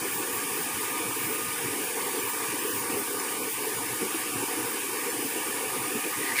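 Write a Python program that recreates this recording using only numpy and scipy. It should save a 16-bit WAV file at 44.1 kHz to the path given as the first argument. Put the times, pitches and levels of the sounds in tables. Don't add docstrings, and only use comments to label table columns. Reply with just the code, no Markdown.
import sys
import numpy as np
from scipy import signal
from scipy.fft import rfft, irfft, next_fast_len
from scipy.io import wavfile
from scipy.ndimage import uniform_filter1d, map_coordinates

SR = 44100
rng = np.random.default_rng(int(sys.argv[2]) if len(sys.argv) > 2 else 0)


def elevation(decibels):
    levels = np.asarray(decibels, float)
    return 10 ** (levels / 20)


def persist_wave(psi):
    counts = np.round(np.clip(psi, -1, 1) * 32767).astype(np.int16)
    wavfile.write(sys.argv[1], SR, np.atleast_2d(counts).T)


N = 282240

# (time [s], change [dB])
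CARRY = [(0, 0), (.6, 0), (1.3, 0.64), (2.3, 0.44), (3.5, -1), (4.05, 0.26), (4.8, -0.1), (5.5, 0.1),
         (6.4, 0)]
# (middle [s], change [dB], length [s])
SURGES = [(.16, -4, 0.062), (.2, 2.5, .08), (1.07, 2.5, 0.13), (1.14, -8, 0.045), (1.29, 3, .05),
          (1.5, -6.5, 0.14), (1.66, 0, 0.064), (2.22, 2, 0.18), (2.32, -9, 0.082), (2.49, -6, 0.065),
          (2.98, 3, 0.11), (3.05, -4, 0.035), (3.53, -4, 0.086), (3.68, 3, 0.13), (4.04, 6, 0.074),
          (4.42, 5, .06), (4.465, -16, 0.032), (4.32, -5.5, 0.035), (4.6, 4.5, .04), (4.8, -10, 0.038),
          (5.12, -5, 0.037), (5.3, -6.5, .05), (5.97, 3, .06), (6.02, -14, 0.028), (6.07, 3, .04),
          (6.15, -7, 0.069), (6.24, 3, 0.071), (6.335, 5.5, 0.035), (6.365, -9, .02)]


def unit(x):
    return x / np.sqrt(np.mean(x ** 2) + 1e-20)


def curves(rows):
    s, *cols = np.transpose(rows)
    return [np.interp(np.arange(N) / SR, s, c) for c in cols]


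def wobble(rate):
    knots = rng.standard_normal(int(N * rate / SR) + 4)
    return map_coordinates(knots, [np.arange(N) * rate / SR])


def bumps(rows, edge):
    t = np.arange(0, N + 64, 64) / SR
    total = sum(height * np.exp(-np.abs(2 * (t - s) / length) ** edge) for s, height, length in rows)
    return np.interp(np.arange(N) / SR, t, total)


def filtered(x, response):
    m = next_fast_len(N + SR // 10)
    return irfft(rfft(x, m) * response(np.fft.rfftfreq(m, 1 / SR)), m)[..., :N]


def rush(spectrum, patchy_db):
    z = signal.stft(rng.standard_normal(N + 1024), nperseg=1024)[2]
    field = uniform_filter1d(rng.standard_normal(z.shape), size=6, axis=0)
    field = uniform_filter1d(field, size=5, axis=1)
    noise = signal.istft(z * elevation(patchy_db * unit(field)), nperseg=1024)[1][:N]
    f, db = np.transpose(spectrum)
    return unit(filtered(noise, lambda hz: elevation(np.interp(np.log(hz + 1), np.log(f), db))))


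def fuzzy(hz, width_hz):
    offset_hz = np.fft.fftfreq(N, 1 / SR)
    shape = 1 / (1 + (1.3 * offset_hz / width_hz) ** 2)
    white = rng.standard_normal(N) + 1j * rng.standard_normal(N)
    drift = np.fft.ifft(shape * white)
    return unit(np.real(drift * np.exp(2j * np.pi * np.cumsum(hz) / SR)))


def rings(events, t60, attack, overtone_db):
    out, t = np.zeros(N + SR), np.arange(SR // 5) / SR
    for s, db, hz in events:
        wave = np.sin(2 * np.pi * hz * t) + elevation(overtone_db) * np.sin(4 * np.pi * hz * t)
        envelope = elevation(db - 60 * t / t60) * (1 - np.exp(-t / attack))
        out[round(s * SR):][:len(t)] += envelope * wave
    return out[:N]


def squeak():
    # (time [s], level [dB], pitch [Hz])
    rubbing = [(6.1, -60, 2000), (6.2, -41, 1950), (6.26, -35.5, 1930), (6.325, -33.5, 1930),
               (6.343, -40, 2100), (6.365, -31, 2300), (6.377, -31, 2150), (6.388, -27, 2120),
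               (6.4, -27, 2150)]
    # (time [s], peak [dB], ring pitch [Hz])
    slip_events = [(6.3195, -27, 1930), (6.358, -31, 2250), (6.3655, -25, 2400), (6.371, -23, 2300),
                   (6.3805, -19, 2100), (6.3875, -15.5, 2120), (6.392, -21, 2150), (6.396, -19, 2150)]
    # (frequency [Hz], density [dB per Hz])
    rasp_colour = [(1000, -60), (1450, -7), (1800, 1.5), (2400, -26), (2900, -10), (3500, -12), (4300, -9),
                   (6000, -15), (9000, -36)]
    db, hz = curves(rubbing)
    rasp_db = -3 + .6 * (db - db.max())
    band = elevation(-1.5) * fuzzy(hz, 130) + elevation(rasp_db) * rush(rasp_colour, patchy_db=.5)
    slips = elevation(3) * rings(slip_events, t60=.022, attack=.0006, overtone_db=-20)
    higher_mode = [(s, level, 2640) for s, level, _ in slip_events[-3:]]
    slips = slips + elevation(-7) * rings(higher_mode, t60=.03, attack=.0006, overtone_db=-20)
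    return elevation(db) * band * (db > rubbing[0][1]) + slips


def gearbox():
    mesh_hz = [1150, 1220, 1485, 2299, 2415, 4517, 9043]
    # (level [dB], line width [Hz])
    mesh_lines = [(-54.5, 7), (-50.5, 8), (-56.5, 30), (-53.5, 11), (-61, 12), (-62.5, 14), (-57, 18)]
    total = np.zeros(N)
    for hz, (db, width_hz) in zip(mesh_hz, mesh_lines):
        total += elevation(db + 3 * wobble(3.3)) * fuzzy(np.full(N, float(hz)), width_hz)
    return total


def compressor():
    # (time [s], frequency [Hz])
    rotor = [(0, 14982), (1.3, 14984), (2.3, 14974), (2.7, 14955), (3.5, 14954), (4.1, 14925), (4.7, 14898),
             (5.25, 14888), (5.7, 14912), (6.0, 14932), (6.4, 14936)]
    # (middle [s], level [dB], length [s])
    openings = [(.15, -36.5, .2), (.36, -38, .09), (.59, -38, .15), (.85, -44.5, .3), (1.26, -36.5, .27),
                (1.62, -45.5, .3), (1.86, -43, .09), (2.06, -44, .09), (2.28, -38, .23), (2.71, -36.5, .22),
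                (2.97, -38, .11), (3.13, -42, .12), (3.31, -44, .08), (3.49, -40, .15), (3.69, -44, .16),
                (3.99, -47, .22), (4.16, -44, .08), (4.49, -46, .08), (4.68, -43, .17), (5.02, -45.5, .11),
                (5.25, -42.5, .18), (5.47, -47, .12), (5.78, -47.5, .13), (5.99, -42, .1), (6.14, -43, .1),
                (6.34, -45, .2)]
    hump_orders = [.963, .9662, 1.0, 1.013]
    # (width [Hz], level [dB])
    haystack = [(260, -51), (30, -54.5), (300, -45.5), (350, -51)]
    hz, = curves(rotor)
    veiled_db, opening_loss_db = -55, 1.5
    heights = [(s, elevation(db - opening_loss_db), length) for s, db, length in openings]
    size = elevation(veiled_db) + bumps(heights, edge=2.4)
    phase = 2 * np.pi * np.cumsum(hz + 9 * wobble(35)) / SR
    tone = np.sqrt(2) * size * elevation(1.6 * wobble(30)) * np.sin(phase)
    humps = sum(elevation(db) * fuzzy(k * hz, width_hz) for k, (width_hz, db) in zip(hump_orders, haystack))
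    return tone + humps * elevation(0.66 * wobble(8))


def puffs():
    # (time [s], peak [dB], centre [Hz])
    puff_events = [(.047, -26.5, 403), (.549, -38, 350), (2.649, -26.5, 417), (3.47, -27.5, 445),
                   (3.667, -28, 438), (4.008, -30.5, 300), (4.02, -31.5, 199), (4.142, -26.5, 330),
                   (4.35, -35.5, 139), (4.355, -29.5, 277), (4.66, -29.5, 470), (5.139, -34, 333),
                   (5.245, -28, 277), (5.95, -28, 235), (6.055, -26, 310)]
    return elevation(6.0) * rings(puff_events, t60=0.082, attack=0.0041, overtone_db=-25)


def gusts_db():
    # (time [s], peak [dB])
    gusts = [(0, -48), (.14, -48), (.38, -48.5), (.51, -47.5), (.62, -48.5), (.75, -46.5), (1.07, -46.5),
             (1.25, -47.5), (1.46, -46.5), (1.66, -46), (1.85, -48), (2.03, -50.5), (2.25, -50),
             (2.5, -47.5), (2.65, -52), (2.8, -46), (2.94, -46.5), (3.17, -52), (3.45, -49.5),
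             (3.78, -48.5), (3.9, -47.5), (4.03, -50.5), (4.37, -45), (4.67, -46.5), (5.06, -53),
             (5.26, -52), (5.55, -53), (5.79, -47), (5.96, -51), (6.18, -51)]
    rise_db_per_s, fall_db_per_s, calm_db = 105, 108, -56
    t = np.arange(0, N + 64, 64) / SR
    s, peak_db = np.transpose(gusts)[:, :, None]
    level_db = peak_db - np.where(t < s, rise_db_per_s, fall_db_per_s) * np.abs(t - s)
    return np.interp(np.arange(N) / SR, t, np.maximum(level_db.max(axis=0), calm_db))


def exhaust_buffet(lumps):
    # (frequency [Hz], density [dB per Hz])
    thud_colour = [(15, -30), (25, -29), (60, -14.5), (90, -8), (115, 4.5), (150, -1), (200, 0), (260, 2.5),
                   (400, -58)]
    thud = rush(thud_colour, patchy_db=1.0) + elevation(-10) * fuzzy(np.full(N, 115.), 27)
    return elevation(gusts_db() + 3.0) * unit(elevation(0.35 * lumps) * thud)


def exhaust_rumble(lumps):
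    # (frequency [Hz], density [dB per Hz])
    exhaust_colour = [(100, -80), (170, -23), (220, -13), (300, 2), (350, -2.5), (400, 0), (480, 0.5),
                      (560, -12), (640, -24.5), (760, -66), (1200, -120)]
    carry_db, = curves(CARRY)
    level_db = -38 + 0.72 * carry_db + bumps(SURGES, edge=2.1)
    return elevation(level_db) * unit(elevation(0.5 * lumps) * rush(exhaust_colour, patchy_db=2.0))


def duct_roar():
    # (frequency [Hz], density [dB per Hz])
    duct_colour = [(300, -120), (560, -41), (700, -0.5), (950, 3.5), (1230, 3), (1340, -6), (1480, 1.5),
                   (1750, 0.5), (2300, 2.5), (2800, 0), (3200, -5), (3700, -8), (4200, -19), (6000, -120)]
    carry_db, = curves(CARRY)
    level_db = -37 + carry_db + 0.061 * bumps(SURGES, edge=2.1)
    comb = lambda hz: 1 - 0.084 * np.exp(-2j * np.pi * hz / 685)
    duct = unit(filtered(rush(duct_colour, patchy_db=1.9), comb))
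    return elevation(level_db + 0.56) * duct


def inlet_hiss():
    # (frequency [Hz], density [dB per Hz])
    inlet_colour = [(2000, -16.5), (3400, -7), (3970, -10), (4590, -3.5), (5200, -4), (5600, -5.5),
                    (6800, -2.5), (8150, -1), (8600, 4.5), (11000, 2.5), (12000, -2), (13500, -8.5),
                    (14200, -1.5), (15600, -18)]
    # (middle [s], change [dB], length [s])
    last_gasp = (6.4, 3, 0.056)
    carry_db, = curves(CARRY)
    level_db = -34 + .25 * carry_db + bumps([last_gasp], edge=2)
    return elevation(level_db + 0.12 * wobble(10)) * rush(inlet_colour, patchy_db=1.1)


def edge_ripples(x):
    # (centre [Hz], width [Hz], change [dB])
    ripple_bands = [(760, 30, 3), (950, 50, 2), (1030, 30, -3), (1550, 50, -3), (1740, 70, 2),
                    (2060, 110, -2.5), (3300, 90, -2.5), (4350, 90, -2.5), (5250, 90, 2.5), (5850, 80, 2.5),
                    (6300, 90, -2.5), (6800, 120, 2.5), (7150, 130, -2.5), (7550, 150, 2.5), (8950, 80, -2),
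                    (9700, 130, -4), (10050, 100, 1.5), (10400, 120, -1.5), (12700, 150, -1.5)]
    response = lambda hz: elevation(sum(db * np.exp(-((hz - c) / w) ** 2) for c, w, db in ripple_bands))
    return filtered(x, response)


def scene():
    lumps = wobble(14)
    flow = exhaust_buffet(lumps) + exhaust_rumble(lumps) + edge_ripples(duct_roar() + inlet_hiss())
    mono = squeak() + gearbox() + compressor() + puffs() + flow
    return np.array([mono, mono])


def suppressor(x, depth, reach_hz):
    hz, _, z = signal.stft(x, SR, nperseg=1024)
    hz = hz[:, None]
    power = uniform_filter1d(np.abs(z) ** 2, size=5, axis=0)
    power = uniform_filter1d(power, size=3, axis=1) + 1e-16
    usual = uniform_filter1d(np.mean(power, axis=1, keepdims=True), size=9, axis=0)
    strength = depth / (1 + (hz / reach_hz) ** 4) * np.where(hz > 700, 1, .3)
    gain = np.minimum(power / (.6 * usual), 1) ** strength
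    return signal.istft(z * gain, SR, nperseg=1024)[1][:N]


def side_noise():
    # (middle [s], low edge [Hz], high edge [Hz])
    lump_bands = [(1.993, 6900, 9800), (2.202, 5700, 7600), (2.597, 5100, 8400), (2.759, 6900, 8400),
                  (3.2, 4600, 7000), (3.2, 9600, 11100), (3.386, 7600, 9000), (3.386, 9600, 11100),
                  (3.665, 11700, 13200), (4.663, 11000, 12500), (4.919, 11000, 12500), (4.988, 4600, 5800),
                  (4.988, 8300, 9800), (5.105, 5700, 8400), (5.267, 5100, 6400), (5.267, 10300, 11800),
                  (5.383, 6300, 7700)]
    lump_db = [-40, -43, -42, -42, -40, -41, -44, -42, -49, -43, -45, -48, -38, -41, -49, -42, -47]
    side, block = np.zeros(N), 1400
    hz = np.fft.rfftfreq(block, 1 / SR)
    for (s, low_hz, high_hz), db in zip(lump_bands, lump_db):
        spectrum = rfft(rng.standard_normal(block)) * (hz > low_hz) * (hz < high_hz)
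        band = unit(irfft(spectrum, block))
        side[round(s * SR) - block // 2:][:block] += elevation(db) * band * np.hanning(block)
    return np.array([side, -side])


def low_pass(x):
    return signal.sosfilt(signal.butter(12, 16760, fs=SR, output="sos"), x)


def record(dry):
    quiet = suppressor(dry[0], depth=1.1, reach_hz=5500)
    mono = filtered(quiet, lambda hz: hz < 15510)
    return low_pass(mono + side_noise())


dry = scene()
out = record(dry)
persist_wave(out)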